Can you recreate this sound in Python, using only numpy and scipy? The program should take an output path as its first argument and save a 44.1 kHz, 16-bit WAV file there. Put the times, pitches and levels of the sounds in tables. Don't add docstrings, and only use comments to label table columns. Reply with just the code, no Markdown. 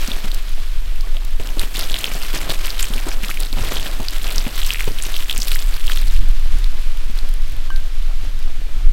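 import sys
import numpy as np
from scipy import signal
from scipy.fft import rfft, irfft, next_fast_len
from scipy.io import wavfile
from scipy.ndimage import uniform_filter1d, map_coordinates

SR = 44100
rng = np.random.default_rng(int(sys.argv[2]) if len(sys.argv) > 2 else 0)


def gain_from_db(level_db):
    decades = np.asarray(level_db, float) / 20
    return 10 ** decades


def waveform_to_disk(signal):
    frames = np.transpose(np.atleast_2d(signal))
    scaled = np.clip(frames, -1, 1) * 32767
    samples = np.round(scaled).astype(np.int16)
    wavfile.write(sys.argv[1], SR, samples)


N = 393372


def unit(x):
    return x / np.sqrt(np.mean(x ** 2) + 1e-20)


def curves(rows):
    s, *cols = np.transpose(rows)
    return [np.interp(np.arange(N) / SR, s, c) for c in cols]


def wobble(rate):
    coarse = np.arange(0, N + 32, 32)
    knots = map_coordinates(rng.standard_normal(N // 200), [coarse * min(rate, 200) / SR])
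    return np.interp(np.arange(N), coarse, knots)


def coloured(x, points):
    m = next_fast_len(N + SR)
    f, db = np.transpose(points)
    hz = np.fft.rfftfreq(m, 1 / SR)
    gain = gain_from_db(np.interp(np.log(hz + 1), np.log(f + 1), db, left=-120, right=-120))
    return unit(irfft(rfft(x, m) * gain, m)[:N])


def steady(points, span):
    x = coloured(rng.standard_normal(N), points)
    return unit(x / np.sqrt(np.abs(uniform_filter1d(x ** 2, span)) + 0.046))


def gritty(per_s, spread_db, grit_db, life_s):
    draw = rng.random((2, N))
    size_db = np.minimum(-spread_db * np.log(draw[1] + 1e-9), 3 * spread_db)
    sparks = (draw[0] < per_s / SR) * gain_from_db(size_db)
    t = np.arange(400) / SR
    burst = np.abs(signal.fftconvolve(sparks ** 2, gain_from_db(-120 * t / life_s))[:N])
    return rng.standard_normal(N) * np.sqrt(1 + gain_from_db(2 * grit_db) * burst / burst.mean())


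def ring(t, hz, t60, attack):
    return np.sin(2 * np.pi * hz * t) * gain_from_db(-60 * t / t60) * (1 - np.exp(-t / attack))


def crack(t, t60):
    bright = np.diff(rng.standard_normal(len(t) + 1))
    return uniform_filter1d(bright, size=2) * gain_from_db(-60 * t / t60)


def add(track, s, sound):
    track[round(s * SR):][:len(sound)] += sound


def wind():
    # t/s, level/dB
    strength = [(0.0, -17), (1.3, -13), (2.0, -19.5), (2.7, -15.5), (3.95, -17.5), (4.8, -15), (5.2, -18),
                (5.66, -8.5), (5.81, -19), (6.15, -2.5), (6.41, -14.5), (6.53, -4), (6.9, -17), (7.28, -11),
                (7.95, -15), (8.22, -12.5), (8.55, -20.5), (8.9, -7)]
    # t/s, flutter level/dB
    bumps = [(0.02, -45), (0.53, -44), (1.4, -44), (1.78, -38.5), (1.95, -43), (2.1, -43.5), (2.5, -42),
             (3.06, -38), (3.66, -35), (3.8, -38.5), (4.5, -38), (5.85, -40.5), (6.2, -41.5), (6.4, -40),
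             (6.55, -35), (6.7, -45), (7.55, -40), (7.75, -36), (8.27, -37.5), (8.6, -42.5), (8.85, -33.5)]
    # t/s, half width/s, swing/full scale
    blows = [
        (6.2, .014, 1.1),
        (6.295, .012, 1.02),
        (8.862, .009, 1.06),
        (8.883, .012, -1.06),
        (8.921, .012, .08),
    ]
    # f/Hz, level/dB per Hz
    heave_colour = [(2, -31), (6, -8.5), (11, -0.5), (16, -3.5), (22, -7.5)]
    swell_colour = [(12, -93), (19, 2), (26, 9.5), (38, -13), (55, -18), (90, -52)]
    flutter_colour = [(25, -14), (50, 1.5), (80, 2.5), (130, -7), (200, -16.5), (320, -14.5)]
    t = np.arange(N) / SR
    swell_db, = curves(strength)
    flutter_db = -50.5 + 0.27 * (swell_db - swell_db.mean()) + 2.5 * wobble(4)
    bump_slope = 94
    for s, db in bumps:
        flutter_db = np.maximum(flutter_db, db - bump_slope * np.abs(t - s))
    heave_db = uniform_filter1d(swell_db, SR) + np.interp(t, [5, 7], [4.5, 6.5])
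    push = gain_from_db(heave_db) * steady(heave_colour, SR // 3)
    push += gain_from_db(swell_db - 2.0) * steady(swell_colour, SR // 8)
    push = 0.84 * np.tanh(push / 1.21)
    for s, width, swing in blows:
        push += np.exp(-((t - s) / width) ** 2) * (swing - push)
    flutter = unit(gain_from_db(4.0 * wobble(22)) * steady(flutter_colour, SR // 6))
    return push + gain_from_db(flutter_db + 5.0) * flutter


def steam():
    # start t/s, end t/s, f/Hz, level/dB
    whistles = [
        (6.3, 7.45, 9800, -60),
        (8.1, 8.38, 12700, -61),
        (8.3, 8.9, 5500, -65),
    ]
    # t/s, peak level/dB
    ticks = [(1.2491, -28), (6.2868, -31), (6.5865, -30), (7.111, -34), (7.1506, -42), (7.1766, -31),
             (7.3113, -37), (7.3393, -29.5), (7.4799, -37), (7.7294, -43), (7.7782, -45), (7.88, -42),
             (8.2457, -39)]
    out = np.zeros(N + SR)
    for start, end, hz, db in whistles:
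        t = np.arange(int((end - start) * SR)) / SR
        drift = np.cumsum(1 + .006 * wobble(6)[:len(t)]) / SR
        level = gain_from_db(db + 2 * wobble(15)[:len(t)])
        add(out, start, level * np.sin(2 * np.pi * hz * drift) * np.hanning(len(t)) ** .3)
    for s, db in ticks:
        add(out, s, gain_from_db(db + 3.0) * crack(np.arange(SR // 100) / SR, 0.012))
    return out[:N]


def bubbles():
    # t/s, level/dB, start f/Hz, rise/share, length/s
    rising_air = [
        (1.031, -39, 1050, .12, .02),
        (1.152, -39, 500, .45, .032),
    ]
    out = np.zeros(N + SR)
    for s, db, hz, rise, length in rising_air:
        t = np.arange(int(length * SR)) / SR
        tone = np.sin(2 * np.pi * hz * t * (1 + rise * t / length / 2))
        add(out, s, gain_from_db(db) * tone * np.sin(np.pi * (t / length) ** 0.9))
    return out[:N]


def clink():
    # t/s, peak level/dB
    taps = [
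        (7.703, -16),
    ]
    # f/Hz, level/dB, t60/s
    modes = [(1568, 0, 0.32), (1130, 12, 0.013), (3000, 0, 0.042)]
    out, t = np.zeros(N + SR), np.arange(SR // 2) / SR
    for s, db in taps:
        snap = uniform_filter1d(crack(t, 0.013), size=3)
        song = sum(gain_from_db(level) * ring(t, hz, t60, 0.00041) for hz, level, t60 in modes)
        add(out, s, gain_from_db(db - 13.5) * (1.6 * snap + song))
    return out[:N]


def slaps():
    # t/s, peak level/dB, f/Hz
    landings = [(0.082, -18.5, 226), (0.243, -19.5, 194), (1.397, -16.5, 420), (1.568, -17, 313),
                (1.752, -31, 288), (2.151, -19.5, 665), (2.339, -14.5, 336), (2.493, -12.5, 683),
                (2.903, -19.5, 198), (2.955, -18.5, 230), (3.066, -14.5, 324), (3.232, -22.5, 192),
                (3.286, -30, 239), (3.527, -20.5, 264), (3.567, -18, 222), (3.654, -25, 376),
                (3.998, -13, 238), (4.466, -13.5, 234), (4.875, -11, 428), (5.387, -23.5, 208),
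                (7.097, -24.5, 208)]
    out, t = np.zeros(N + SR), np.arange(SR // 8) / SR
    for s, db, hz in landings:
        noise = rng.standard_normal(len(t))
        puff = uniform_filter1d(noise, size=24) * gain_from_db(8.5 - 60 * t / 0.055) * (1 - np.exp(-t / 0.0044))
        knock = 0.77 * ring(t, hz, 0.013 + 9 / hz, 0.001)
        ground = .5 * ring(t, 130 * (1 + 0.11 * noise[0]), 0.044, 0.0012)
        slap = knock + puff + ground
        add(out, s, gain_from_db(db) * slap)
        add(out, s + .022 + 0.0038 * noise[1], gain_from_db(db - 11.5) * slap)
    return out[:N]


def stream():
    # t/s, length/s, strike on coals level/dB, share into the puddle level/dB
    slugs = [(0.0, 0.28, -43, -42), (1.403, .12, -40.5, -42.5), (1.592, 0.022, -30.5, -39.5),
             (1.752, 0.072, -32.5, -40), (1.9, 0.34, -35.5, -39), (2.338, 0.08, -34.5, -33.5),
             (2.502, 0.014, -33, -39), (2.651, 0.035, -34, -39), (2.786, 0.067, -33, -43),
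             (2.925, 0.071, -36.5, -40), (3.068, 0.044, -34.5, -38), (3.229, 0.088, -34, -47),
             (3.402, 0.059, -35, -40.5), (3.582, 0.29, -36, -37), (4.004, 0.23, -38.5, -43.5),
             (4.249, 0.22, -35.5, -39), (4.547, 0.26, -34, -48.5), (4.844, 0.086, -39, -46),
             (4.996, 0.23, -35.5, -46), (5.285, 0.23, -34, -47.5), (5.496, 0.13, -34, -44),
             (5.679, .12, -38, -59), (5.864, 0.12, -35, -46), (5.99, 0.19, -39, -66),
             (6.555, 0.047, -47, -63), (7.157, 0.012, -44, -47)]
    # t/s, level/dB
    boil = [(0.0, -34.5), (0.3, -38.5), (0.75, -41.5), (1.39, -42.5), (1.94, -35.5), (2.63, -35.5),
            (3.38, -40.5), (3.72, -34), (4.02, -38.5), (4.6, -36.5), (5.12, -38), (6.1, -39.5),
            (7.95, -42.5), (8.92, -43.5)]
    rise, fall, drain = 600, 175, 64
    t = np.arange(0, N, 64) / SR
    start, length, strike_db, puddle_db = np.transpose(slugs)[:, :, None]
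    early = np.maximum(start - t, 0)
    late = np.maximum(t - start - length, 0)
    steam_db = np.interp(t, *np.transpose(boil))

    def over(db, rest_db):
        return 10 * np.log10((gain_from_db(db) ** 2).sum(axis=0) + gain_from_db(rest_db) ** 2)

    fine_db = -46 + 0.78 * (steam_db + 42.5) - 0.53 * (t - 5)
    spray_db = over(strike_db - rise * early - fall * late, fine_db)
    slosh_db = over(puddle_db - rise * early - drain * late, -48)
    return curves(np.transpose([t, spray_db, slosh_db, steam_db]))


def bursts():
    # t/s, peak level/dB, f/Hz
    dry_snaps = [(0.077, -12, 5800), (0.3166, -14.5, 3900), (1.0094, -18.5, 4630), (1.596, -9, 8500),
                 (1.3982, -24, 2780), (1.49, -20, 2910), (1.9176, -16, 3800), (1.9893, -23, 3460),
                 (2.4141, -18.5, 2320), (2.4975, -12, 3870), (2.9375, -13.5, 3280), (3.087, -13, 8100),
                 (3.239, -15.5, 2580), (3.2933, -20, 1250), (3.3728, -15.5, 2540), (3.404, -9, 8900),
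                 (3.5284, -13, 4050), (4.36, -10, 6400), (4.6744, -14.5, 5770), (4.987, -14.5, 3260),
                 (5.0161, -25, 7950), (5.165, -10.5, 3130), (5.3786, -6.5, 8200), (5.5592, -14, 1950),
                 (5.8986, -13, 1620), (5.9196, -9.5, 3160), (5.974, -12, 3320), (6.6434, -16, 3900),
                 (7.189, -16.5, 4200), (7.7617, -19, 4100)]
    # t/s, peak level/dB, f/Hz, trailing drops level/dB
    big_drops = [(0.117, -12, 3450, -24), (1.1689, -17.5, 3130, -29), (1.595, -8, 3950, -21),
                 (1.755, -16.5, 3200, -13), (1.8107, -9, 4700, -5), (1.9426, -4.5, 3440, -12),
                 (1.9658, -11.5, 3420, -24), (2.043, -2.5, 3140, -11), (2.3485, -16, 7760, -10),
                 (2.504, -6, 3750, -19), (2.7045, -10, 4500, -25), (2.7941, -9, 3420, -20),
                 (2.828, -2.5, 7600, -24), (3.3122, -11.5, 2310, -21), (3.4333, -13, 4350, -25),
                 (3.7694, -12, 3320, -1.5), (3.8667, -11.5, 3300, -18), (4.0852, -5.5, 4530, -14),
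                 (4.269, -15.5, 2800, -8), (4.3822, -3.5, 5080, -20), (4.6173, -11, 3600, -6),
                 (4.7056, -3.5, 2900, -16), (4.7303, -18.5, 2450, 6), (4.8072, -8.5, 2250, -14),
                 (5.024, -8.5, 7340, -5), (5.1424, -11.5, 3560, -11), (5.2975, -4.5, 3200, -6),
                 (5.4047, -13, 6600, 6.5), (5.5166, -7, 3680, -8), (5.88, -14, 3180, -12)]
    snap_crack_db, ring_crack_db, small_crack_db = -4, -10, -0.5
    trail_s, trail_loss_db, trail_scatter_db = 0.014, 3.5, 2
    rows = [(s, db, hz, snap_crack_db) for s, db, hz in dry_snaps]
    for (s, db, hz, trail_db), luck in zip(big_drops, rng.standard_normal((len(big_drops), 3, 3))):
        rows.append((s, db, hz, ring_crack_db))
        for k, (a, b, c) in enumerate(luck):
            when = s + trail_s * (k + 1 + 0.11 * a)
            level_db = db + trail_db - trail_loss_db * k + trail_scatter_db * b
            rows.append((when, level_db, hz * 2 ** (0.25 * c), ring_crack_db))
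    when = rng.uniform(.01, N / SR, 380)
    luck = rng.standard_normal((380, 3))
    strike_db = stream()[0][(when * SR).astype(int)]
    small_db = -25.5 + 1.2 * (strike_db + 36) + 3.3 * luck[:, 0]
    small_hz = 3600 * 2 ** (0.27 * luck[:, 1])
    small = [when, small_db, small_hz, small_crack_db + 6 * luck[:, 2]]
    return rows + list(np.transpose(small))


def pops():
    out, t = np.zeros(N + SR), np.arange(SR // 40) / SR
    for s, db, hz, crack_db in bursts():
        swing = t * hz / (rng.uniform(.8, 1.25) * .62)
        cavity = np.sin(2 * np.pi * hz * t) * swing ** 2 * np.exp(-swing) * 1.8
        hiss = crack(t, 0.0067) + 0.44 * uniform_filter1d(crack(t, 0.0033), size=7)
        spit = gain_from_db(crack_db + 1.5) * hiss * (1 - np.exp(-t / 0.00083))
        walls = rng.standard_normal(len(t)) * (rng.random(len(t)) < .03) * (t > .0012)
        stones = signal.fftconvolve(cavity + spit, walls * gain_from_db(-0.5 - 60 * t / 0.008))[:len(t)]
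        add(out, s - .0004, gain_from_db(db + 0.5) * (cavity + spit + stones))
    return out[:N]


def droplets(per_s, centre_hz, octaves, cycles, spread_db):
    draw = rng.random((9000, 4))[:int(per_s * N / SR)]
    hz = np.clip(centre_hz * 2 ** (octaves * (draw[:, 1] + draw[:, 2] - 1)), 300, 15000)[:, None]
    size = gain_from_db(np.minimum(-spread_db * np.log(draw[:, 3] + 1e-9), 3 * spread_db))[:, None]
    k = np.arange(160)
    grains = size * ring(k / SR, hz, cycles / hz + 0.0008, 0.00015)
    at = (draw[:, :1] * N).astype(int) + k
    return unit(np.bincount(at.ravel(), grains.ravel(), N)[:N])


def water():
    # f/Hz, level/dB
    slosh_colour = [(60, -42), (130, -3.5), (280, -2), (500, -4), (700, -3.5), (1000, -9), (1600, -9),
                    (3000, -18.5)]
    sizzle_colour = [(500, -37), (1000, 0), (1500, 1.5), (3300, 3), (4600, -1), (6000, -5), (9000, -11),
                     (15000, -16.5)]
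    spray_colour = [(2500, -21), (5000, -7), (6300, -18), (8000, 0.5), (9800, -6.5), (11500, 2.5),
                    (15000, -3.5), (16800, -4)]
    spray_db, slosh_db, sizzle_db = stream()
    surge = spray_db - uniform_filter1d(spray_db, SR // 3)
    flow = np.clip((spray_db + 49.0) / 12, .05, 1.2)
    sputter = flow * (0.71 * wobble(60) + 0.94 * wobble(150))
    spatter = gritty(260, 5.5, 12, 0.003)
    spatter_follows = 2.1
    lumps = gritty(70, 4, -3, 0.017)
    slosh_db = slosh_db + 0.5 + 0.36 * surge + sputter + 1.8 * wobble(25)
    slosh = coloured(lumps, slosh_colour) * gain_from_db(slosh_db)
    sizzle_db = sizzle_db + 0.5 * surge + 2.2 * sputter + 0.88 * wobble(30)
    sizzle = coloured(rng.standard_normal(N), sizzle_colour) * gain_from_db(sizzle_db)
    sizzle += coloured(spatter, sizzle_colour) * gain_from_db(spatter_follows * (spray_db + 37) - 47.0)
    hiss_db = spray_db - 9 - 0.72 * surge + 1.4 * sputter + 0.24 * flow
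    spray = coloured(rng.standard_normal(N), spray_colour) * gain_from_db(hiss_db)
    spray += coloured(spatter, spray_colour) * gain_from_db(spatter_follows * (spray_db + 38) - 50.5)
    drops = droplets(700, 3890, 1.0, 5.8, 11.8) * gain_from_db(1.84 * (spray_db + 39.0) - 46.0)
    mist = droplets(400, 8200, 0.67, 8, 7.8) * gain_from_db(1.75 * (spray_db + 40.0) - 54)
    return slosh + sizzle + spray + drops + mist


def scene():
    return (wind() + water() + pops() + slaps() + clink() + bubbles() + steam())[None]


def low_pass(x):
    return signal.sosfilt(signal.butter(12, 17000, fs=SR, output="sos"), x)


def record(dry):
    m = next_fast_len(N + SR)
    clipped = np.clip(dry, -1, 1)
    padded = np.pad(clipped, [(0, 0), (0, m - N)], mode='linear_ramp', end_values=dry[0, 0])
    band = np.where(np.fft.rfftfreq(m, 1 / SR) < 16000, 1, gain_from_db(-36))
    mix = np.clip(irfft(rfft(padded) * band, m)[:, :N], -1, 1)
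    return low_pass(mix)


dry = scene()
out = record(dry)
waveform_to_disk(out)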